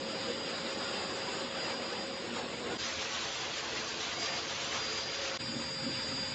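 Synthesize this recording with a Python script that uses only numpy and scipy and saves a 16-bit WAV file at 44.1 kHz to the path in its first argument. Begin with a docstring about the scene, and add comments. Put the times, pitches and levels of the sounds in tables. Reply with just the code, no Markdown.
"""A pet blow dryer runs in a small tiled bathroom, heard from three places one after another.
First air roars in casing and hose, the shaft hums, nine blades whine; the jet rushes and hisses,
nearing and turning away, swelling as the nozzle sweeps over a dog's coat.
At the second place the strokes go on and a breathy hose tone grows just above the hum.
At the third the strokes cease; the low roar surges and the whine stays strong."""
import sys
import numpy as np
from scipy import signal
from scipy.fft import rfft, irfft, next_fast_len
from scipy.io import wavfile
from scipy.ndimage import uniform_filter1d

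SR = 44100
rng = np.random.default_rng(int(sys.argv[2]) if len(sys.argv) > 2 else 0)


def makeup_ratio(level_db):
    """Linear amplitude ratio for a level in decibels (20 dB per factor of ten)."""
    decades = np.asarray(level_db, float) / 20
    return 10 ** decades


def store_pcm(level_fs):
    """Save levels as 16-bit WAV."""
    pcm = np.round(np.clip(level_fs, -1, 1) * 32767).astype(np.int16)
    wavfile.write(sys.argv[1], SR, np.atleast_2d(pcm).T)


N = 279657


def walk(n, rate_hz):
    """Random levels held 1 / rate_hz and slewed twice; spread near 1."""
    hold = int(SR / rate_hz)
    steps = np.repeat(rng.standard_normal(n // hold + 1), hold)
    slewed = uniform_filter1d(uniform_filter1d(steps, hold), hold)
    return 1.11 * slewed[:n]


def columns(table, t):
    """Columns of a curve table, interpolated at times t."""
    knot_s, *values = np.transpose(table)
    return [np.interp(t, knot_s, column) for column in values]


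def swells(table, t, sigma_s):
    """Each row adds a bell-shaped lift in dB around its moment, column by column."""
    centre_s, *lifts_db = np.transpose(table)
    grid_s = t[::64]
    bells = np.exp(-.5 * ((grid_s[:, None] - centre_s) / sigma_s) ** 2)
    return [np.interp(t, grid_s, bells @ lift_db) for lift_db in lifts_db]


# mean air level, one row per place: rumble/dB, roar/dB, rush/dB, hiss/dB, top hiss/dB
AIR_LEVELS_DB = [(-61.5, -44.5, -46, -45, -52.5), (-57.5, -52, -45.5, -42, -50),
                 (-54, -47.5, -50.5, -43.5, -50)]
# jet nears and turns away, first place: t/s, level/dB
JET_AIM = [(0, -3.5), (.1, -1), (.42, -2.5), (.55, 0), (1.3, 1), (1.8, 0), (2.2, -1), (2.55, -3),
           (2.77, -2)]
# nozzle strokes over the coat, negative = dip: t/s, rush lift/dB, hiss lift/dB
COAT_STROKES = [(.109, 2, 2), (.225, 2, 1.5), (.31, 2, 2), (.485, 3.5, 2), (.69, 2, 2), (.82, 4, 1.5),
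                (.92, 2, 0), (1.03, 2, 1), (1.2, 1.5, 0), (1.315, 3.5, 0.5), (1.51, -2.5, -2),
                (1.6, 1.5, 0), (1.692, 6.5, 1), (1.83, 3, .5), (1.95, 2, 0.5), (2.381, 7, 2),
                (2.707, 6, 0.5), (2.862, 1.5, 2.5), (3.02, 0.5, 2), (3.15, 4, 2), (3.25, 1, 1.5),
                (3.345, 0.5, 2), (3.42, 4.5, 1.5), (3.574, 0, 3), (3.625, 4.5, 0), (3.78, 1.5, 2.5),
                (3.825, 4, -0.5), (3.9, 0.5, 1), (4.018, 1.5, 3), (4.13, 2, 2), (4.255, 0, 4),
                (4.31, 4, -1), (4.381, .5, 2.5), (4.512, 0.5, 2), (4.64, 1, 2.5), (4.76, 5.5, 2),
                (4.89, -1, 1), (4.99, 4, 3.5), (5.152, 0, 2.5), (5.25, 2, 3), (5.32, 3, 0.5)]
# low roar surges or sags: t/s, level/dB
ROAR_SURGES = [(.08, 1.5), (.19, -3), (.8, 2), (.87, -4), (1.125, 2.5), (1.51, -4), (2.52, -2.5),
               (2.694, 2), (3.741, 7), (3.968, 4.5), (4.209, 5), (4.422, 3.5), (5.07, 4.5), (5.45, 1.5),
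               (5.575, 9), (5.875, 8), (6.11, 2.5), (6.24, 2)]


def air_levels(t, place):
    """Jet aim and strokes move rush and hiss; surges move the roar and slightly oppose the hiss."""
    rumble_db, roar_db, rush_db, hiss_db, top_db = AIR_LEVELS_DB[place]
    jet_db = columns(JET_AIM, t)[0] * (place == 0)
    stroke_rush_db, stroke_hiss_db = swells(COAT_STROKES, t, sigma_s=.03)
    surge_db, = swells(ROAR_SURGES, t, sigma_s=.032)
    # factors: dB per dB
    return [np.full(len(t), rumble_db),
            roar_db + surge_db,
            rush_db + 1.25 * jet_db + stroke_rush_db,
            hiss_db + .77 * jet_db + stroke_hiss_db - .2 * surge_db,
            top_db + jet_db + 1.35 * stroke_hiss_db]


# air spectrum shape per place, relative (band levels set later): f/Hz, level/dB
COLOUR_A = [(25, -99), (60, -75), (200, -59.5), (480, -61.5), (900, -68), (2400, -72.5), (3000, -71),
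            (4400, -73.5), (5300, -75.5), (6300, -84.5), (7000, -77), (7700, -83.5), (8400, -90.5),
            (8650, -103), (9100, -106)]
COLOUR_B = [(25, -90), (60, -68.5), (100, -63), (200, -60), (500, -62), (1100, -72.5), (1600, -71),
            (2500, -71), (4200, -69.5), (4600, -70.5), (6500, -72.5), (7500, -77.5), (8200, -103),
            (9100, -104)]
COLOUR_C = [(25, -100), (60, -70.5), (130, -60), (340, -63), (400, -62), (700, -69.5), (1000, -65),
            (3500, -81), (4400, -81), (5200, -77), (5600, -85.5), (6300, -87), (6900, -81.5), (7500, -86),
            (8600, -99), (8750, -110), (9100, -112)]
# hose and room resonances: f/Hz, width/Hz, lift/dB at first, second, third place
HOSE_ROOM_MODES = [(80, 10, 2, 7, 0), (98, 7.6, -0.5, 3, 4), (133, 7.5, -1, 6, 3), (153, 19, -3.5, 2, 3.5),
                   (235.4, 20.6, 5.5, 9, 11.5), (279, 30, 1, 5.5, 7.5), (333.5, 28.5, 4, 10, 2),
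                   (401, 25, 3.5, 0, -3.5), (437, 25, -2.5, 9, 1.5), (487, 35, 5, 2, 1),
                   (562, 18, 0.5, 3.5, 6), (610, 12, -3.5, -1, 8.5), (683, 23, -10, 5, -6),
                   (1130, 170, 0, 3.5, -3), (1400, 60, 0, 0.5, -2), (2750, 91, 1, 0.5, 1),
                   (3580, 350, 1, 0, 4)]


def colour(place, hz):
    """Amplitude gain of the air noise: broad colour, Gaussian lift or dip in dB at each resonance."""
    knot_hz, knot_db = np.transpose([COLOUR_A, COLOUR_B, COLOUR_C][place])
    db = np.interp(np.log(hz + 1), np.log(knot_hz), knot_db)
    for centre_hz, width_hz, *lift_db in HOSE_ROOM_MODES:
        db = db + lift_db[place] * np.exp(-.5 * ((hz - centre_hz) / (.5 * width_hz)) ** 2)
    return makeup_ratio(db)


# bands of rumble, roar, rush, hiss, top hiss: low f/Hz, high f/Hz
AIR_BANDS = [(40, 110), (150, 520), (650, 1700), (2000, 4700), (5000, 7600)]


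def air(levels_db, gain, hz):
    """Turbulent air in third-octave bands: all flutter together and each flickers alone."""
    shared_db, flicker_db, buffet_db = -.73, .5, .5
    n = len(levels_db[0])
    buffeted = rng.standard_normal(n) * makeup_ratio(buffet_db * walk(n, 300))
    noise = rfft(buffeted) * gain
    power = gain ** 2 * 2 / n
    # level wanted over level of the coloured noise, per air band
    excess_db = []
    for level_db, (low_hz, high_hz) in zip(levels_db, AIR_BANDS):
        inside = (hz > low_hz) & (hz < high_hz)
        excess_db.append(level_db - 10 * np.log10(power[inside].sum()))
    anchors = [np.log2(low_hz * high_hz) / 2 for low_hz, high_hz in AIR_BANDS]
    together = walk(n, 14)
    octave = np.log2(hz + 1)
    out = 0
    for centre in np.arange(13, 41) / 3:  # log2 Hz
        share = np.cos(np.pi / 2 * np.clip(3 * (octave - centre), -1, 1)) ** 2
        weights = [np.interp(centre, anchors, row) for row in np.eye(len(AIR_BANDS))]
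        db = np.dot(weights, excess_db) + shared_db * together + flicker_db * walk(n, 13.15)
        out = out + makeup_ratio(db) * irfft(noise * share, n)
    return out


# intermittent treble bands: place index, low f/Hz, high f/Hz, share of time open
TREBLE_GAPS = [(0, 5645, 6070, .3), (0, 5790, 6230, .2), (0, 6400, 6400, 0.97), (0, 8270, 8500, .8),
               (0, 8480, 9300, .45), (1, 7540, 7840, .12), (1, 7820, 8340, .02), (1, 8050, 9350, .7),
               (2, 5650, 5800, .3), (2, 5700, 6310, .001), (2, 6250, 6650, .7), (2, 8600, 9300, .3)]


def thin(x, place):
    """Grainy noise in small patches of pitch and time; treble bands come and go in short spells."""
    hz, _, cells = signal.stft(x, SR, nperseg=1024, noverlap=768)
    frames = cells.shape[1]
    patches = uniform_filter1d(rng.standard_normal(cells.shape), size=6, axis=1)
    spread_db = np.interp(hz, [0, 700, 5000, 6500], [0, 3.5, 3.5, 5])
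    cells = cells * makeup_ratio(patches / patches.std() * spread_db[:, None])
    for gap_place, low_hz, high_hz, share in TREBLE_GAPS:
        if gap_place == place:
            chance = np.repeat(rng.random(frames // 8 + 1), 8)[:frames]
            is_open = uniform_filter1d(1. * (chance < share), size=3)
            cells[(hz > low_hz) & (hz <= high_hz)] *= is_open
    return signal.istft(cells, SR, nperseg=1024, noverlap=768)[1][:len(x)]


BLADES = 9
# mean shaft speed per place: f/Hz
SHAFT_SPEED_HZ = [540.95, 535.47, 532.93]
# shaft hum: t/s, level/dB
HUM_CURVE = [(0, -45.5), (.5, -49), (.95, -46.5), (1.3, -47.5), (2.1, -48.5), (2.46, -51), (2.7, -63),
             (2.8, -53.5), (3.3, -57.5), (3.6, -65), (4.1, -63), (4.33, -50), (4.6, -54.5), (5.0, -56),
             (5.3, -46), (5.4, -54.5), (5.6, -48.5), (5.75, -51.5), (5.89, -49), (6.05, -51), (6.34, -51)]
# how far the hum comes and goes, per place: level/dB
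HUM_SPREAD_DB = [.8, 2.5, .8]
# blade whine, rising and sinking as tile reflections shift: t/s, level/dB
WHINE_CURVE = [(0, -48), (.45, -45), (.68, -47.5), (1.0, -44.5), (1.33, -46.5), (1.51, -51.5),
               (1.61, -42.5), (1.9, -48), (2.0, -46), (2.08, -53), (2.15, -48), (2.22, -52), (2.29, -68),
               (2.44, -64), (2.56, -51), (2.66, -66), (2.75, -49), (2.8, -45), (3.08, -65), (3.14, -54),
               (3.22, -66), (3.3, -62), (3.35, -49), (3.6, -57), (3.67, -66), (3.77, -49), (3.88, -48.5),
               (4.0, -56), (4.12, -53), (4.24, -37.5), (4.45, -50.5), (4.57, -65), (4.82, -42.5),
               (5.1, -44), (5.37, -49), (5.4, -42.5), (5.56, -44), (5.62, -41.5), (6.03, -40.5),
               (6.12, -42.5), (6.22, -39), (6.34, -44.5)]


def motor(t, place):
    """One hum cycle per shaft turn, one whine cycle per passing blade, locked to an unsteady speed."""
    n = len(t)
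    hum_db = columns(HUM_CURVE, t)[0] + HUM_SPREAD_DB[place] * walk(n, 24) + 1.3 * walk(n, 20)
    whine_db = columns(WHINE_CURVE, t)[0] + 1.4 * walk(n, 25)
    speed_hz = SHAFT_SPEED_HZ[place] * (1 + .00025 * walk(n, 16))
    turn_rad = 2 * np.pi * np.cumsum(speed_hz) / SR
    hum = makeup_ratio(hum_db) * np.sin(turn_rad)
    whine = makeup_ratio(whine_db) * np.sin(BLADES * turn_rad)
    return np.sqrt(2) * (hum + whine)  # levels are rms


# breathy hose tone, second place: t/s, f/Hz, level/dB
HOSE_TONE_CURVE = [(2.8, 554, -58), (3.3, 545, -62), (4.2, 556, -62), (4.5, 558, -52), (4.8, 556, -54),
                   (5.1, 559, -51), (5.3, 562, -47), (5.37, 556, -55)]


def hose_tone(t):
    """Air in the hose rings one mode: a tone whose size and phase wander like narrow noise."""
    flutter_hz = 14
    hz, db = columns(HOSE_TONE_CURVE, t)
    turn_rad = 2 * np.pi * np.cumsum(hz) / SR
    in_phase = walk(len(t), flutter_hz) * np.sin(turn_rad)
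    quadrature = walk(len(t), flutter_hz) * np.cos(turn_rad)
    return makeup_ratio(db) * (in_phase + quadrature)


# listening places: start t/s, end t/s, fade-in/s
LISTENING_PLACES = [(-.1, 2.7745, .02), (2.7745, 5.3745, 0.02), (5.384, 6.5, 0.02)]


def scene():
    """Three places in turn, each cut off sharply and the next faded in."""
    out = np.zeros(N)
    for place, (start_s, end_s, fade_s) in enumerate(LISTENING_PLACES):
        first = max(int(start_s * SR), 0)
        n = next_fast_len(int((end_s - start_s + .05) * SR))
        t = (first + np.arange(n)) / SR
        hz = np.arange(n // 2 + 1) * SR / n
        rush = air(air_levels(t, place), colour(place, hz), hz)
        sound = thin(rush, place) + motor(t, place)
        if place == 1:
            sound = sound + hose_tone(t)
        fade_in = np.clip((t - start_s) / fade_s, 0, 1)
        # faint remainder after the cut, 8 ms decay
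        tail = np.where(t < end_s, 1, .17 * np.exp(-np.maximum(t - end_s, 0) / .008))
        tail = uniform_filter1d(tail, size=40)
        out[first:first + n] += (sound * fade_in * tail)[:N - first]
    return out[None]


def band_limit(x):
    """A steep low-pass at the top of the band."""
    return signal.sosfilt(signal.butter(12, 9080, fs=SR, output="sos"), x)


def record(dry):
    """A steep elliptic low-pass at 9100 Hz bounds the top band."""
    low_pass = signal.ellip(8, .2, 40, 9100, fs=SR, output="sos")
    mix = signal.sosfilt(low_pass, dry)
    return band_limit(mix)


dry = scene()
out = record(dry)
store_pcm(out)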